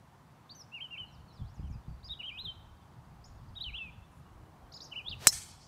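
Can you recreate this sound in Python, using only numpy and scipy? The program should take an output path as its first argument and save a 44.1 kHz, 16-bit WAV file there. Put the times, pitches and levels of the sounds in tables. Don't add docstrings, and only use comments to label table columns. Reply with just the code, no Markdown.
import sys
import numpy as np
from scipy import signal
from scipy.fft import rfft, irfft
from scipy.io import wavfile
from scipy.ndimage import uniform_filter1d

SR = 44100
rng = np.random.default_rng(int(sys.argv[2]) if len(sys.argv) > 2 else 0)


def boost_factor(decibels):
    exponent = np.asarray(decibels, float) / 20
    return 10 ** exponent


def store_pcm(level_fs):
    pcm = np.round(np.clip(level_fs, -1, 1) * 32767).astype(np.int16)
    wavfile.write(sys.argv[1], SR, np.atleast_2d(pcm).T)


N = 250047


def evened(x):
    return x / np.sqrt(np.mean(x ** 2) + 1e-20)


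def smoothed(x, size):
    return uniform_filter1d(uniform_filter1d(x, size=size), size=size)


def drift(size, length=N):
    return evened(smoothed(rng.standard_normal(length), size))


def read_curve(points, hz):
    f, value = np.transpose(points)
    return np.interp(np.log(hz + 1), np.log(f + 1), value)


def add_at(mix, start_s, sound):
    part = mix[round(start_s * SR):][:len(sound)]
    part += sound[:len(part)]


def fader(rows):
    time_s, level_db = np.transpose(rows)
    return boost_factor(np.interp(np.arange(N) / SR, time_s, level_db, -150, -150))


def coloured(x, db_of):
    return irfft(rfft(x) * boost_factor(db_of(np.fft.rfftfreq(len(x), 1 / SR))), len(x))


def noise(spectrum, patchy_db, size=1024):
    hop = size // 4
    hz = np.fft.rfftfreq(size, 1 / SR)
    a, b, patches = rng.standard_normal((N // hop + 5, len(hz), 3)).T
    patches = uniform_filter1d(patches, size=8, axis=0)
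    patches = evened(uniform_filter1d(patches, size=10, axis=1))
    z = (a + 1j * b) * boost_factor(read_curve(spectrum, hz)[:, None] + patchy_db * patches)
    return evened(signal.istft(z, nperseg=size, noverlap=size - hop)[1][:N])


def foliage(delay_s, build_up_s, longer, decay):
    hz, t, z = signal.stft(rng.standard_normal(SR), SR, nperseg=256)
    lumps = uniform_filter1d(rng.standard_normal(z.shape), size=3, axis=0)
    lumps_db = 2.4 * evened(uniform_filter1d(lumps, size=9, axis=1))
    decay_db = 60 * t / (longer * read_curve(decay, hz)[:, None])
    tail = signal.istft(z * boost_factor(lumps_db - decay_db), SR, nperseg=256)[1]
    tail = tail * np.minimum(np.arange(len(tail)) / SR / build_up_s, 1)
    return np.concatenate([np.zeros(round(delay_s * SR)), tail / np.linalg.norm(tail)])


def road_hum():
    # pitch_hz, density_db (dB per Hz)
    road = [(18, -75), (30, -53), (65, -13.5), (128, -0.5), (158, -10), (248, -9.5), (283, -22),
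            (350, -15.5), (378, -22), (625, -19), (676, -16), (953, -14.5), (2220, -29.5), (14500, -45),
            (16500, -45)]
    return boost_factor(-59) * noise(road, patchy_db=-0.73)


def passing_vehicle():
    # time_s, level_db
    approach = [(0, -72.5), (1, -71.5), (2, -70), (3, -71), (4, -70.5), (4.4, -66), (4.8, -62),
                (5.1, -61.5), (5.67, -79.5)]
    # pitch_hz, density_db
    engine = [(150, -31), (290, -0.5), (320, -2.5), (350, -3.5), (610, -7), (655, -3), (700, -4),
              (1100, -4.5), (2500, -35.5)]
    return fader(approach) * noise(engine, patchy_db=2.0, size=4096)


def overtone_db(k, hz):
    # pitch_hz, level_db
    beak = [(4000, -37.5), (6500, -42.5), (8500, -45.5), (10500, -38), (12000, -30), (15000, -40)]
    if k == 2:
        slope_db = 4.5 * np.maximum(np.minimum(hz, 11900) - 8300, 0) / 1000
    else:
        slope_db = -25 * np.maximum(hz - 12700, 0) / 1000
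    return read_curve(beak, hz) + slope_db


def note(rows):
    time_s, pitch_hz, level_db = np.transpose(rows)
    start_s, end_s = time_s[0], time_s[-1]
    t = np.arange(start_s, end_s, 1 / SR)
    pitch = uniform_filter1d(np.interp(t, time_s, pitch_hz), size=150, mode="nearest")
    turns = np.cumsum(pitch) / SR
    tone = np.sin(2 * np.pi * turns)
    for k in (2, 3):
        audible = k * pitch < 16000
        tone = tone + boost_factor(overtone_db(k, k * pitch)) * audible * np.sin(2 * np.pi * k * turns)
    edge = np.minimum(np.minimum(t - start_s, end_s - t) / .0015, 1)
    return start_s, np.sqrt(2) * boost_factor(np.interp(t, time_s, level_db)) * tone * edge


def sung(voice, effort_db, swell_s, turns):
    time_s, pitch_hz = np.transpose(turns)
    t = np.linspace(time_s[0], time_s[-1], num=60)
    pitch = np.interp(t, time_s, pitch_hz)
    swell_db = -15 * np.maximum(1 - (t - time_s[0]) / swell_s, 0)
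    fade_db = -6.5 * np.maximum(1 - (time_s[-1] - t) / .011, 0)
    return np.transpose([t, pitch, effort_db + read_curve(voice, pitch) + swell_db + fade_db])


def through_air(notes, twigs_db, flutter_db, wet_db, trees_db, count, effort=1):
    # pitch_hz, t60_s
    leaves = [(300, .15), (1000, 0.53), (3000, 0.57), (8000, 0.42), (14000, 0.3)]
    dry = np.zeros(N)
    for rows in notes:
        add_at(dry, *note(rows))
    dry = dry * effort
    echoes = np.zeros(300)
    echoes[rng.integers(20, 300, size=count)] = boost_factor(twigs_db) * rng.standard_normal(count)
    echoes[0] = 1
    fluttering = dry * boost_factor(flutter_db * drift(250))
    near = signal.oaconvolve(fluttering, echoes / np.linalg.norm(echoes))[:N]
    near = coloured(near, lambda hz: -22 / (1 + ((hz - 4200) / 19) ** 2))
    scatter = np.zeros(SR)
    add_at(scatter, 0, boost_factor(wet_db) * foliage(.004, 0.0043, 0.19, leaves))
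    add_at(scatter, 0, boost_factor(trees_db) * foliage(0.024, 0.0037, 1.37, leaves))
    return near + signal.fftconvolve(dry, scatter)[:N]


def note_swells():
    # time_s, half_width_s, level_db
    swells = [(.5, .006, 0), (.56, .01, 6.5), (.6, 0.012, 5.5), (.62, 0.013, 5), (.75, .015, 0),
              (.797, 0.0046, -6), (.815, 0.0097, 0.5), (.85, 0.011, -3.5), (.91, 0.0071, 4),
              (.935, .012, -0.5), (.985, 0.01, -1), (1.035, 0.021, -5.5), (2.034, 0.0072, -11),
              (2.088, 0.0072, -6), (2.097, 0.0033, 7), (2.193, 0.0034, -2), (2.52, 0.0022, -8),
              (2.205, 0.0092, 1), (2.226, 0.0065, -5), (2.252, 0.0093, 0), (2.287, .01, 1.5),
              (2.315, 0.01, 4), (2.36, 0.036, -3), (2.405, 0.011, 0), (2.436, 0.01, -12.5),
              (2.455, 0.0078, 2), (2.51, .012, 1), (3.616, 0.0095, 3), (3.63, 0.0018, -15),
              (3.655, 0.016, -1.5), (3.68, 0.011, -1.5), (3.75, 0.0077, 2), (3.774, 0.0071, -6),
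              (3.82, 0.013, 4), (3.855, .004, -4), (3.88, 0.026, -4), (2.535, .01, 0.1),
              (4.918, 0.0055, -1), (4.946, 0.014, -7), (4.74, .004, -3), (4.776, 0.0037, -5.5),
              (4.963, .005, 3.5), (4.985, .01, 1), (5.06, .008, -3), (5.114, 0.002, 4), (5.11, 0.0034, -5),
              (5.085, 0.0018, 6.5), (5.078, 0.0045, -2), (.765, .003, -3), (.808, 0.0026, -0.5),
              (.9, .004, -4), (3.58, 0.0049, 2.5), (2.47, 0.0047, -2), (5.1, .007, 1), (5.128, .008, -1)]
    t = np.arange(0, N, 16) / SR
    time_s, width_s, level_db = np.transpose(swells)[:, :, None]
    bumps_db = (level_db * np.exp(-((t - time_s) / width_s) ** 2)).sum(0)
    return boost_factor(np.interp(np.arange(N) / SR, t, bumps_db))


def near_singer():
    # pitch_hz, level_db
    throat = [(2150, -51.5), (2450, -50.5), (2850, -41.5), (3250, -44), (3750, -40), (4200, -45.5),
              (5000, -54), (6200, -62)]
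    # (time_s, pitch_hz)
    first = [
        (0, 0.018, [(0.493, 3380), (0.505, 4300), (0.517, 4750), (0.53, 4440)]),
        (0, 0.0056, [(0.545, 5480), (0.558, 6260), (0.58, 5970), (0.6, 5870), (0.625, 4950)]),
        (0, .03, [(0.717, 2594), (0.75, 2867), (0.775, 2627), (0.797, 2143), (0.815, 3174), (0.84, 3082), (0.865, 2914)]),
        (0, 0.021, [(0.907, 2780), (0.93, 2830), (0.95, 2640), (0.968, 2224), (0.985, 3130), (1.045, 2850)]),
    ]
    second = [
        (0, 0.016, [(2.03, 3530), (2.045, 4880), (2.062, 4810), (2.078, 5380), (2.092, 3230)]),
        (0, 0.014, [(2.093, 3600), (2.11, 3720), (2.125, 3883), (2.143, 3160)]),
        (0, .012, [(2.189, 2950), (2.205, 2897), (2.225, 2213), (2.235, 3160), (2.243, 2866), (2.27, 3270), (2.29, 3050), (2.312, 2200)]),
        (0, 0.0027, [(2.312, 2313), (2.335, 2470), (2.372, 2563), (2.395, 3790), (2.418, 4120), (2.434, 4200), (2.448, 4014), (2.476, 3182), (2.52, 3075)]),
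    ]
    third = [
        (-5, 0.014, [(3.552, 3080), (3.562, 3830), (3.575, 3805), (3.585, 3650), (3.593, 2880)]),
        (1, 0.014, [(3.599, 2890), (3.612, 3824), (3.626, 4040), (3.634, 4450), (3.646, 3164), (3.68, 2905), (3.71, 2080)]),
        (1, 0.0033, [(3.728, 2260), (3.75, 2840), (3.768, 3420), (3.779, 3506), (3.79, 2716), (3.85, 2577), (3.9, 2343)]),
    ]
    fourth = [
        (4.5, 0.0082, [(4.737, 3520), (4.744, 4690), (4.753, 5200), (4.763, 5200), (4.771, 4710), (4.778, 3700)]),
        (1.2, 0.013, [(4.913, 2900), (4.925, 3050), (4.945, 2190), (4.97, 3033), (4.985, 2930), (5.005, 2390), (5.02, 2570)]),
        (1.44, 0.016, [(5.05, 3190), (5.065, 3310), (5.085, 3686), (5.103, 5130), (5.115, 3480), (5.13, 2860), (5.145, 2510)]),
    ]
    notes = [sung(throat, *row) for row in first + second + third + fourth]
    return through_air(notes, -49.0, 0.68, -13.0, -19.5, count=10, effort=note_swells())


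def slur(start_s, length_s, from_hz, to_hz, level_db):
    u = np.linspace(0, 1, num=15)
    slide = u - .45 * np.sin(2 * np.pi * u) / (2 * np.pi) + .05 * np.sin(np.pi * u)
    swell_db = np.interp(u, [0, .5, 1], [-4, 0, -3])
    return np.transpose([start_s + length_s * u, from_hz + (to_hz - from_hz) * slide, level_db + swell_db])


def trill(count):
    start_s, every_s, chip_s = 2.7135, .0552, .013
    high_hz = np.linspace(4800, 5300, num=count)
    low_hz = np.linspace(4450, 3990, num=count)
    level_db = np.linspace(-84, -71, num=count)
    at = start_s + every_s * np.arange(count)
    return [[(s, a, d), (s + chip_s, b, d)] for s, a, b, d in zip(at, high_hz, low_hz, level_db)]


def far_birds():
    # start_s, length_s, from_hz, to_hz, level_db
    falls = [(.538, .028, 3170, 2950, -75), (.775, .025, 5100, 4300, -74), (1.06, .045, 4380, 4000, -71),
             (1.195, .02, 4600, 4280, -74), (1.278, .04, 4480, 3970, -66), (1.54, .045, 7300, 4800, -72),
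             (1.577, .029, 2950, 2300, -73.5), (1.7, .031, 7250, 5330, -73), (1.725, .03, 5350, 4770, -70),
             (2.813, .016, 3540, 3430, -76), (3.285, .013, 6670, 4970, -70), (3.373, .074, 3660, 2860, -80),
             (3.81, .025, 3560, 3480, -64), (4.03, .03, 3520, 3480, -76), (4.288, .012, 2900, 2750, -74),
             (4.414, .01, 3060, 2900, -76), (4.455, .014, 3060, 2900, -76), (4.62, .064, 3320, 3020, -81)]
    # start_s, length_s, from_hz, to_hz, level_db
    rises = [(1.59, .034, 4750, 5070, -76), (1.67, .02, 5700, 6100, -79), (1.975, .044, 3500, 4800, -78),
             (2.31, .05, 4500, 5100, -76), (3.28, .03, 3330, 4520, -76), (4.255, .015, 2780, 2900, -73)]
    # (time_s, pitch_hz)
    tunes = [
        (-72, 0.013, [(1.112, 5700), (1.13, 5650), (1.15, 5000), (1.163, 3850), (1.18, 3600)]),
        (-71, .01, [(1.322, 4400), (1.33, 5500), (1.345, 5450), (1.368, 4800), (1.385, 3550), (1.41, 3450), (1.425, 3100)]),
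        (-75, 0.0082, [(1.425, 3100), (1.45, 3450), (1.48, 4500), (1.5, 5400), (1.52, 5800)]),
        (-73.5, 0.0053, [(1.622, 2350), (1.636, 3300), (1.655, 3050), (1.672, 3050), (1.682, 2550), (1.715, 2250), (1.755, 2650), (1.775, 2350)]),
        (-81, 0.018, [(1.81, 3500), (1.83, 3750), (1.845, 3500), (1.87, 3700), (1.887, 4600), (1.91, 4700), (1.93, 4450), (1.955, 4750)]),
    ]
    # pitch_hz, level_db
    throat = [(2300, -1.5), (3100, 0), (3600, -1.5), (4500, 4.5), (5600, -1.5)]
    notes = [slur(*row) for row in falls + rises] + trill(count=17)
    notes += [sung(throat, *row) for row in tunes]
    return through_air(notes, -28, 2.0, -10, -10, count=30)


def gusts():
    # start_s, hold_s, level_db
    puffs = [(.88, .03, -82), (1.019, 0.0072, -50), (1.167, 0.068, -58), (1.414, 0.027, -39),
             (1.505, 0.01, -50), (1.597, 0.16, -39), (1.73, 0.028, -41), (1.897, 0.035, -41.5),
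             (2.06, 0.04, -48.5), (2.44, 0.042, -51.5), (2.581, 0.034, -55), (2.702, 0.028, -57.5),
             (2.98, 0.021, -58.5), (3.088, 0.11, -59.5), (3.32, 0.3, -55), (3.67, 0.076, -49.5),
             (3.859, 0.022, -54), (3.97, 0.024, -54), (4.188, 0.03, -58.5), (4.324, 0.12, -59),
             (4.647, 0.026, -60), (5.094, 0.13, -50.5), (5.33, 0.051, -54.5)]
    # time_s, level_db
    breeze = [(.9, -101), (1.1, -61.5), (3, -61), (5.68, -63)]
    t = np.arange(N) / SR
    coarse = t[::64]
    start_s, hold_s, level_db = np.transpose(puffs)[:, :, None]
    rise_db = 714 * np.maximum(start_s - coarse, 0)
    fall_db = 406 * np.maximum(coarse - start_s - hold_s, 0)
    return fader(breeze) + np.interp(t, coarse, boost_factor(level_db - rise_db - fall_db).max(0))


def steadied(x):
    return x / np.sqrt(smoothed(x ** 2, 2000) + 0.017)


def wind():
    # pitch_hz, density_db (dB per Hz)
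    turbulence = [(12, -49), (20, -29), (60, 0.5), (100, -2.5), (161, -12.5), (229, -22), (292, -45.5),
                  (387, -39.5), (480, -50), (500, -49), (650, -83), (1100, -120)]
    push = gusts() * steadied(noise(turbulence, patchy_db=6.5, size=2048))
    push = push * boost_factor(1.5 * drift(500))
    stop = boost_factor(-34.5)
    return stop * np.tanh(push / stop)


def wind_flaps():
    # start_s, pitch_hz, level_db
    slaps = [
        (1.418, 142, -30),
        (1.633, 158, -34),
        (1.7, 150, -31.5),
        (1.754, 122.5, -30),
        (1.879, 147, -31.5),
    ]
    out = np.zeros(N)
    t = np.arange(4000) / SR
    for start_s, pitch_hz, level_db in slaps:
        wobble = np.sin(2 * np.pi * pitch_hz * t / (1 + 4.4 * t))
        add_at(out, start_s, boost_factor(level_db - 60 * t / 0.074) * wobble * np.minimum(t / 0.0038, 1))
    return out


def rival_singer():
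    # (time_s, pitch_hz)
    arches = [
        (-9, 0.0035, [(2.04, 4400), (2.055, 6670), (2.075, 6340)]),
        (1.5, 0.0045, [(3.24, 4450), (3.255, 6700), (3.27, 6970), (3.285, 6640)]),
        (2.5, 0.0054, [(4.719, 3620), (4.731, 6300), (4.741, 6860), (4.765, 6860), (4.775, 5900), (4.781, 4660)]),
        (6.5, 0.0025, [(4.804, 3350), (4.808, 4320), (4.814, 6330), (4.821, 4540), (4.833, 6300), (4.842, 6900), (4.852, 6000), (4.863, 4370)]),
    ]
    # pitch_hz, level_db
    throat = [(3100, -41), (4300, -52), (5500, -58.5), (6300, -65), (6900, -68.5)]
    return through_air([sung(throat, *row) for row in arches], -26, 1.8, -8, -12, count=14)


def twinkling(song):
    top = coloured(song, lambda hz: -80 / (1 + (hz / 7300) ** 30))
    return song + top * (boost_factor(3.5 * drift(300) - 4.0) - 1)


def grass_brush():
    # time_s, level_db
    contact = [(4.08, -92), (4.125, -79), (4.14, -82), (4.18, -74), (4.2, -76), (4.22, -95)]
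    blades = [(5000, -25), (7200, -5), (8400, -12), (9600, 0), (11000, -6), (14000, -12)]  # (Hz, dB per Hz)
    return fader(contact) * noise(blades, patchy_db=4.0, size=256)


def gear_whine():
    # start_s, length_s, pitch_hz, level_db
    gears = [
        (4.252, 0.4, 315.4, -68.5),
        (4.59, 0.368, 664, -72),
    ]
    out = np.zeros(N)
    for start_s, length_s, pitch_hz, level_db in gears:
        u = np.arange(0, 1, 1 / (length_s * SR))
        turns = np.cumsum(pitch_hz * (1 + 0.015 * np.sin(2 * np.pi * 1.32 * u))) / SR
        add_at(out, start_s, np.sqrt(2) * boost_factor(level_db) * np.sin(np.pi * u) * np.sin(2 * np.pi * turns))
    return out


def swish():
    # time_s, level_db
    speed = [(5.12, -69), (5.18, -70), (5.21, -53), (5.24, -45.5), (5.265, -45), (5.3, -58.5), (5.4, -77)]
    # pitch_hz, density_db (dB per Hz)
    torn_air = [(260, -36), (450, 1.5), (782, -3), (1810, -6.5), (2830, -8.5), (4230, -7.5), (8930, -17.5),
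                (9770, -19), (16000, -22.5)]
    return fader(speed) * noise(torn_air, patchy_db=1.0, size=256)


def burst(t, level_db, t60_s, spectrum):
    puff = evened(coloured(rng.standard_normal(len(t)), lambda hz: read_curve(spectrum, hz)))
    return puff * boost_factor(level_db - 60 * t / t60_s)


def ball_push(t):
    return boost_factor(-5.5) * np.sin(2 * np.pi * np.minimum(1800 * t, 1))


def tee_whir(t):
    start_s, end_s = .022, 0.06
    u = np.clip((t - start_s) / (end_s - start_s), 0, 1)
    turns = np.cumsum(np.interp(u, [0, 1], (1850, 2060))) / SR
    return boost_factor(-57) * np.sin(np.pi * u) * np.sin(2 * np.pi * turns)


def ball_thump(t):
    # pitch_hz, level_db, t60_s
    ball = [(160, -24, .03), (410, -22, .018), (760, -23, .012), (2100, -30, .01)]
    return sum(boost_factor(db - 60 * t / t60) * np.sin(2 * np.pi * hz * t) for hz, db, t60 in ball)


def head_ring(t):
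    # pitch_hz, level_db, t60_s
    face = [(4065, -25.5, .1), (5180, -20.5, .16), (5270, -27, .1), (5362, -22, .12)]
    # pitch_hz, level_db, t60_s
    shell = [(3030, -31, .035), (3230, -33, .03), (4330, -30, 0.04), (5820, -21, 0.065), (6070, -17, 0.06),
             (6740, -14, 0.05), (7010, -20, 0.045), (7290, -16, .035), (7520, -18, 0.04),
             (7945, -4.5, 0.03), (8310, -14, 0.025), (8580, -16, 0.03), (9220, -23, 0.03),
             (11630, -20, 0.02),
             (9605, -17, .02), (10740, -18, .018), (12900, -21, .015), (5310, -16, .025), (5560, -24, .05)]
    heard = t + 8.5 * t ** 3
    ring = np.zeros(len(t))
    for pitch_hz, level_db, t60_s in face + shell:
        rattle_db = 3.0 * drift(90, len(t))
        gain = boost_factor(level_db + rattle_db - 60 * t / t60_s)
        ring += gain * np.sin(2 * np.pi * (pitch_hz * heard + rng.random()))
    facing = 1 / (1 + np.exp((t - .036) / .003))
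    return ring * facing


def strike():
    # pitch_hz, density_db (dB per Hz)
    crack_colour = [(100, -50), (1000, -5), (1700, 8), (2600, 9), (3320, 14), (4020, 11), (5300, 14),
                    (6000, 5), (7770, 19), (8640, 19), (10700, 13), (13300, 9), (16000, 0)]
    sizzle_colour = [(1500, -26), (4800, -18), (6500, 0), (9000, -7), (10500, -13), (13000, -12), (16000, -17)]
    t = np.arange(3000) / SR
    onset = np.minimum(t / .0007, 1)
    crack = burst(t, -3.5, 0.015, crack_colour) * onset ** 2
    sizzle = burst(t, -23.5, .09, sizzle_colour)
    return ball_push(t) + tee_whir(t) + crack + (ball_thump(t) + sizzle + head_ring(t)) * onset


def drive():
    # delay_s, build_up_s, level_db, loss_db_per_khz
    tree_lines = [
        (0.04, 0.021, -38, 0.64),
        (0.201, 0.039, -57.5, 3),
        (.32, .04, -61, 4),
    ]
    # pitch_hz, t60_s
    fairway = [(300, .12), (1200, 0.37), (3000, 0.84), (5500, 0.37), (8000, 0.47), (14000, 0.49)]
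    # pitch_hz, density_db (dB per Hz)
    sent_back = [(180, -54.5), (300, -29), (478, -24), (814, -12.5), (1010, -31), (1100, -27), (2440, -13),
                 (2840, -11.5), (3700, -15), (4440, -4.5), (4990, -6.5), (5610, 0), (6850, -4), (8220, -2),
                 (16000, -22)]
    impact_s, slap_s = 5.26995, .0575
    out = np.zeros(N)
    hit = strike()
    add_at(out, impact_s, hit)
    add_at(out, impact_s + slap_s, coloured(hit, lambda hz: -29 - 2.5 * abs(hz - 3500) / 1000))
    steps = np.arange(len(hit))
    sharper = np.interp(steps * 1.035, steps, hit)
    dulled = coloured(sharper, lambda hz: -.5 * np.maximum(hz - 9000, 0) / 1000)
    for delay_s, build_up_s, level_db, loss_db in tree_lines:
        taps = foliage(delay_s, build_up_s, 0.98, fairway)
        taps = coloured(taps, lambda hz: -loss_db * abs(hz - 5000) / 1000)
        wash = coloured(taps, lambda hz: read_curve(sent_back, hz))
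        peak = abs(uniform_filter1d(wash ** 2, size=800)).max() ** .5
        add_at(out, impact_s, boost_factor(level_db - 0.5) * wash / peak)
        add_at(out, impact_s, boost_factor(level_db + 13) * signal.fftconvolve(dulled, taps))
    return out


def scene():
    traffic = road_hum() + passing_vehicle() + gear_whine()
    song = twinkling(near_singer() + far_birds() + rival_singer())
    air = wind() + wind_flaps()
    golfer = grass_brush() + swish() + drive()
    return (traffic + song + air + golfer)[None]


def band_limit(x):
    return signal.sosfilt(signal.butter(12, 16860, fs=SR, output="sos"), x)


def record(dry):
    ceiling = .66
    limited = ceiling * np.tanh(dry / ceiling)
    band = signal.firwin(511, 15680, window=("kaiser", 9), fs=SR)
    finished = signal.oaconvolve(limited, band[None], "same")
    return band_limit(finished)


dry = scene()
out = record(dry)
store_pcm(out)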